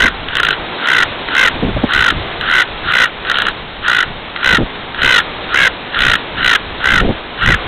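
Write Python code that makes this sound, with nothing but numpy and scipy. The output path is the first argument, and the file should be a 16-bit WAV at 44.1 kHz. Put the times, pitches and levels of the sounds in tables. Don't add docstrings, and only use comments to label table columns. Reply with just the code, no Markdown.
import sys
import numpy as np
from scipy import signal
from scipy.fft import rfft, irfft, next_fast_len
from scipy.io import wavfile

SR = 44100
rng = np.random.default_rng(int(sys.argv[2]) if len(sys.argv) > 2 else 0)


def log_audio(samples):
    frames = np.atleast_2d(samples).T
    limited = np.clip(frames, -1, 1)
    pcm = np.round(limited * 32767).astype(np.int16)
    wavfile.write(sys.argv[1], SR, pcm)


N = 338247
TIME = np.arange(N) / SR

# first burst in seconds, last burst in seconds, number of bursts, slowing 0-1, effort in dB,
# extra effort of the first burst in dB, of the last burst in dB, top pitch in Hz, end pitch in Hz,
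# roughness 0-1, nominal open share of the period 0-1, second resonance in dB, upper resonances in dB,
# length of the rasp before it in seconds, relative rasp level in dB.
RATTLE_RUNS = [ (.003, 0.077, 5, .09, 0, -0.5, -5, 528, 465, 0.22, 0.62, 1, -2, 0.018, -6),
               (0.353, .399, 4, 0.02, -2, 0, -1, 490, 480, 0.94, 0.3, -1.5, -1.5, 0.1, -15.5),
               (.431, .528, 6, 0.09, -2, 1, -5, 486.3, 469.3, .72, .28, -4, -0.5, .03, -24),
               (.871, 1.023, 10, .15, -1.5, -4, 0, 508, 469.8, 0.32, .58, -0.5, -1.5, 0.088, -10.5),
               (1.351, 1.474, 8, 0.26, -.5, -3.5, -3, 535.4, 455.5, .08, 0.67, 1, .5, 0.083, -12),
               (1.921, 2.102, 12, 0.2, -1.5, -3, -3, 513, 449.5, 0.3, 0.51, -1.5, -0.5, 0.045, -9),
               (2.498, 2.617, 9, 0.19, -1, -4, -3.5, 520, 490.5, 0.33, 0.71, -1, -2.5, .085, -8.5),
               (2.921, 3.055, 9, 0.11, -1, -5, -7, 512.3, 462.6, 0.18, .62, 0.5, -0.5, 0.088, -7),
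               (3.298, 3.314, 2, 0.05, -2, 0, -1, 488, 475, .6, .34, -3.5, -3.5, 0.051, -12),
               (3.342, 3.419, 6, 0.12, -1, -1, -0.5, 487, 470, 0.66, 0.13, -4.5, -1.5, 0.024, -13),
               (3.453, 3.482, 3, 0.06, -3, -2, 0.5, 479, 462, .7, .28, -3.5, -2.5, 0.031, -14.5),
               (3.88, 4.025, 9, 0.1, -3, 2, -3, 498, 467.9, 0.31, 0.62, -2, -2.5, 0.06, -8),
               (4.429, 4.568, 9, .18, -1, -5, -4.5, 513, 438.4, 0.18, 0.59, 0, 0.5, 0.064, -15),
               (5.017, 5.2, 12, .16, -.5, -4, -6, 518.2, 440.2, .08, .6, 0, 2, 0.061, -12),
               (5.543, 5.666, 9, .1, -.5, -2.5, 0, 558, 512, 0.21, 0.66, 1, -1, 0.054, -11.5),
               (5.990, 6.153, 11, .11, -2, -2, -3, 500, 438.8, .45, .48, 0.5, 2, 0.072, -9),
               (6.429, 6.550, 8, .11, -1.5, -4, 0, 499.6, 420, .12, .6, 1.5, 3.5, 0.073, -9),
               (6.841, 6.998, 10, 0.16, -1.5, -2.5, -1.5, 526, 450, 0.31, 0.56, -0.5, -2.5, 0.054, -13.5),
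               (7.459, 7.538, 6, .12, -2, -0.5, 0, 506, 431, 0.33, 0.62, 1.5, -3, 0.084, -7)]
# start in seconds, relative level in dB.
THROAT_CLICKS = [(0.285, -5), (0.859, -5), (1.286, -8), (2.411, -4.5), (3.250, -16), (3.270, -12),
                 (4.361, -3), (4.373, -13), (4.946, -14), (5.945, -4), (6.356, -17)]
# centre in Hz, width in Hz, level in dB.
THROAT_RESONANCES = [(1408, 260, 4), (1930, 382, -0.5), (2930, 610, -4.5), (4045, 66, -1)]
# multiple of the pitch, level in dB.
SYRINX_OVERTONES = [(3, 1), (4, 4.5), (5, 1), (6, -2), (7, -2.5), (8, 2.5)]
# frequency in Hz, relative density in dB.
SURF_SPECTRUM = [(15, -54), (25, -33.5), (65, -16.5), (103, -8.5), (178, -2), (216, -2), (374, 0.5),
                 (471, 0.5), (513, -1), (870, -0.5), (2610, -5.5), (3580, -4.5), (3900, -3.5), (5070, -28),
                 (8580, -120)]
# time in seconds, relative level in dB.
SURF_SWELL = [(0.0, -28.5), (0.13, -27), (1.39, -25), (2.22, -26.5), (2.43, -27), (3.16, -28.5),
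              (3.44, -25.5), (3.54, -29), (4.14, -29.5), (4.91, -28), (5.11, -27), (6.81, -26.5),
              (6.94, -26.5), (7.28, -28), (7.67, -25)]
# frequency in Hz, relative density in dB.
RUMBLE_SPECTRUM = [(12, -4), (34, -1), (70, -5), (140, -9), (300, -19.5), (700, -58), (2000, -91)]
# frequency in Hz, relative density in dB.
BUFFET_SPECTRUM = [(20, -8), (90, -7), (240, 2.5), (400, -3.5), (750, -11), (1300, -32), (3000, -73)]
# frequency in Hz, relative density in dB.
CRACKLE_SPECTRUM = [(150, -30), (450, 12), (900, -12.5), (1400, -25), (3000, -37)]
# centre in seconds, Gaussian spread in seconds,
# low rumble in dB, buffet in dB.
WIND_GUSTS = [(0.05, 0.022, -22, -20.5), (0.467, 0.04, -38, -45), (1.58, 0.042, -26.5, -23.5),
              (1.635, .007, -25.5, -15.5), (1.681, 0.023, -19.5, -17.5), (1.771, 0.0047, -16, -12),
              (1.843, 0.0084, -25.5, -14), (1.984, 0.0097, -19.5, -25), (2.126, .0045, -22.5, -22),
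              (2.173, .013, -20, -25), (2.88, 0.035, -27, -38), (4.12, 0.019, -26, -34),
              (4.533, 0.017, -20.5, -20), (4.589, 0.0048, -32, -16.5), (4.615, 0.014, -19, -15),
              (5.058, 0.016, -23, -21.5), (5.626, 0.013, -25, -32), (6.06, .035, -21, -30),
              (6.419, 0.051, -27, -34), (6.94, 0.029, -22, -22.5), (7.036, .022, -11.5, -14.5),
              (7.095, 0.015, -21, -13), (7.496, 0.016, -10, -15.5), (7.66, .015, -23.5, -38)]

BREEZE_DB, BREEZE_WAVER_DB, SURF_WAVER_DB, LINGER_S = -36.5, 3.5, .7, .024
REST_HZ, START_SHARE = 475, .38
BUILD_S = .016
OPENING_S, CLOSING_S = .0007, .0008
SPLIT_CHANCE, SPLIT_S = .8, .0012
RASP_SWELL_DB, RASP_HOLD_S, RELEASE_DB_PER_S = 13.5, .012, 546
CATCH_S, CATCH_DB = .0099, 5
RECORDER_HZ, CUTOFF_HZ = 8000, 16000


def from_db(db):
    return 10 ** (np.asarray(db) / 20)


def rms_one(x):
    return x / np.sqrt(np.mean(x ** 2) + 1e-20)


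def in_time(rows):
    s, value = np.transpose(rows)
    return np.interp(TIME, s, value)


def bump(s, length):
    squared_distance = ((TIME - s) / length) ** 2
    return np.exp(-.5 * np.minimum(squared_distance, 100))


def coloured_noise(spectrum):
    hz, db = np.transpose(spectrum)
    size = next_fast_len(N)
    bins = np.maximum(np.arange(size // 2 + 1) * SR / size, 1)
    gain = from_db(np.interp(np.log(bins), np.log(hz), db))
    white = rfft(rng.standard_normal(size))
    return rms_one(irfft(white * gain, size)[:N])


def drift(rate_hz):
    lowpass = signal.butter(2, rate_hz, fs=SR, output="sos")
    return rms_one(signal.sosfilt(lowpass, rng.standard_normal(N)))


def surf(level_db=2.5):
    level = in_time(SURF_SWELL) + level_db + SURF_WAVER_DB * drift(2.3)
    return from_db(level) * coloured_noise(SURF_SPECTRUM)


def wind(lumpy_db=1.0, splutter_db=2.5, crackle_db=2.5):
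    breeze = from_db(BREEZE_DB + BREEZE_WAVER_DB * drift(3.1))
    gust_power = sum((from_db(db) * bump(s, length + LINGER_S)) ** 2 for s, length, db, _ in WIND_GUSTS)
    rumble_level = np.sqrt(breeze ** 2 + gust_power) * from_db(lumpy_db * drift(26))
    rumble = rumble_level * coloured_noise(RUMBLE_SPECTRUM)

    buffets = sum(from_db(db) * bump(s, length) for s, length, _, db in WIND_GUSTS)
    buffets = buffets * from_db(splutter_db * drift(70))
    crackle = from_db(crackle_db) * buffets ** 2 * coloured_noise(CRACKLE_SPECTRUM)
    return rumble + buffets * coloured_noise(BUFFET_SPECTRUM) + crackle


def beach(x, scatter_db=-19.5, t60=0.012):
    age = np.arange(SR // 6) / SR
    tail = rng.standard_normal(len(age)) * from_db(-60 * age / t60) * (age > .004)
    scattered = signal.fftconvolve(x, tail / np.linalg.norm(tail))[:N]
    return x + from_db(scatter_db) * scattered


def throat(x, gains=(1, 1, 1, 1)):
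    out = 0
    for k, ((hz, width, db), gain) in enumerate(zip(THROAT_RESONANCES, gains)):
        r = np.exp(-np.pi * width / SR)
        poles = [1, -2 * r * np.cos(2 * np.pi * hz / SR), r * r]
        ring = signal.lfilter([1, 0, -1], poles, x) * (1 - r * r) / 2
        out = out + (-1) ** k * from_db(db) * gain * ring
    highpass = signal.butter(4, 1150, "high", fs=SR, output="sos")
    return signal.sosfilt(highpass, out)


def through_throat(source, envelope, gains=(1, 1, 1, 1)):
    return throat(source * envelope, gains) / np.std(throat(source))


def rasp(level_db=-5.0, between_db=-19.0, flutter_db=1.23, second_db=-4.0, flap_hz=80.8, flap_db=3.0):
    lead, leak = np.zeros((2, N))
    for first, last, *_, rasp_s, rasp_db in RATTLE_RUNS:
        before = (TIME > first - rasp_s) & (TIME <= first)
        ahead = first - TIME[before]
        catch_db = CATCH_DB * np.maximum(1 - ahead / CATCH_S, 0)
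        lead[before] = from_db(rasp_db - RASP_SWELL_DB * (ahead / rasp_s) ** 2 - catch_db)

        during = (TIME > first) & (TIME < last + .1)
        dying_s = np.maximum(TIME[during] - last - RASP_HOLD_S, 0)
        leak[during] = from_db(between_db - RELEASE_DB_PER_S * dying_s)
    cycle = np.cumsum(flap_hz * (1 + 0.37 * drift(50))) / SR % 1
    flapping_lead = lead * from_db(level_db + flap_db * (.5 - cycle))
    envelope = np.maximum(flapping_lead, leak) * from_db(flutter_db * drift(140))
    air = signal.lfilter([1], [1, -.6], rng.standard_normal(N))
    return through_throat(air, envelope, (1, from_db(second_db), 1, 1))


def pitch_arch(along, top_hz, end_hz, flatness=2.5):
    climb_hz = (1 - START_SHARE) * (top_hz - REST_HZ)
    rise, fall = np.maximum([climb_hz, top_hz - end_hz], 0) ** (1 / flatness)
    return top_hz - np.abs(fall * along - rise * (1 - along)) ** flatness


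def burst_gate(age, length, split, stretch=1.07):
    length = length * (stretch if split else 1)
    gate = (1 - np.exp(-age / OPENING_S)) / (1 + np.exp((age - length) / CLOSING_S))
    shut = split * np.exp(-.5 * ((age - length / 2) / SPLIT_S) ** 2)
    return gate * (1 - shut)


def rattle(droop=.06, curl=.045, lengthen=0.386, widen=1.3, crack_s=0.0037, uneven_db=0.4):
    gate, crack, rough, second, upper = np.zeros((5, N))
    pitch = np.full(N, float(REST_HZ))
    age = np.arange(SR // 25) / SR
    for first, last, bursts, slowing, effort_db, first_db, last_db, *voice, _, _ in RATTLE_RUNS:
        top_hz, end_hz, roughness, open_share, second_db, upper_db = voice
        along = np.linspace(0, 1, bursts)
        onsets = first + (last - first) * (along - slowing * along * (1 - along ** 2))
        starting_db = first_db * np.exp((first - onsets) / BUILD_S)
        pushes = from_db(effort_db + starting_db + last_db * (along == 1))
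        pitches = pitch_arch(along, top_hz, end_hz)
        for s, period, hz, push, spent in zip(onsets, np.gradient(onsets), pitches, pushes, along):
            late, strong, long, sharp = rng.standard_normal(4)
            start = max(int((s + .0003 * late) * SR), 0)
            now = slice(start, start + len(age))

            widest = 1 if spent == 1 else .75
            share = open_share * (1 + lengthen * (spent - .5)) * push ** widen * (1 + .07 * long)
            length = period * min(share, widest)
            size = from_db(uneven_db * strong) * push
            split = rng.random() < SPLIT_CHANCE * roughness ** 2 and length > .007
            gate[now] += size * burst_gate(age, length, split)
            crack[now] += size * np.exp(-age / crack_s)

            past_middle = np.minimum(2 * age / period - .7, 1.5)
            curled = curl * np.minimum(2 * age / length - 1, 1) ** 2
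            sag = droop * (.3 + spent ** 3) * past_middle + curled
            pitch[now] = hz * (1 + .04 * roughness * sharp - sag)
            rough[now], second[now], upper[now] = roughness, second_db, upper_db
    return gate, crack, pitch, rough, (1, from_db(second), from_db(upper), from_db(upper))


def raven(noise_db=-6.0, crack_db=-4.0, jitter=.06, click_s=0.002):
    gate, crack, pitch, rough, gains = rattle()
    jittery_pitch = pitch * (1 + jitter * rough * drift(387.5))
    phase = 2 * np.pi * np.cumsum(jittery_pitch) / SR
    overtones = sum(from_db(db) * np.cos(k * phase) for k, db in SYRINX_OVERTONES)
    tone = through_throat(overtones, gate * (1 - .5 * rough), gains)

    clicks = sum(from_db(db) * (TIME >= s) * np.exp(-np.abs(TIME - s) / click_s) for s, db in THROAT_CLICKS)
    turbulence = signal.lfilter([1, -.7], [1], rng.standard_normal(N))
    noise_envelope = from_db(noise_db) * gate * rough + from_db(crack_db) * crack + clicks
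    bark = through_throat(turbulence, noise_envelope, gains)
    return tone + bark + rasp()


def scene():
    return (beach(raven()) + surf() + wind())[None]


def record(dry, full_scale=0.66):
    steps = SR // np.gcd(SR, RECORDER_HZ)
    steep = signal.firwin(128 * steps + 1, 1 / steps, window=("kaiser", 7))
    smooth = signal.firwin(32 * steps + 1, 1 / steps, window=("kaiser", 9))
    coarse = signal.resample_poly(dry, RECORDER_HZ, SR, axis=1, window=steep)
    coarse = np.clip(coarse, -full_scale, full_scale)
    fine = signal.resample_poly(coarse, SR, RECORDER_HZ, axis=1, window=smooth)[:, :N]
    fine = np.clip(fine, -full_scale, full_scale)
    lowpass = signal.ellip(12, .1, 90, CUTOFF_HZ, fs=SR, output="sos")
    return signal.sosfilt(lowpass, fine)


dry = scene()
out = record(dry)
log_audio(out)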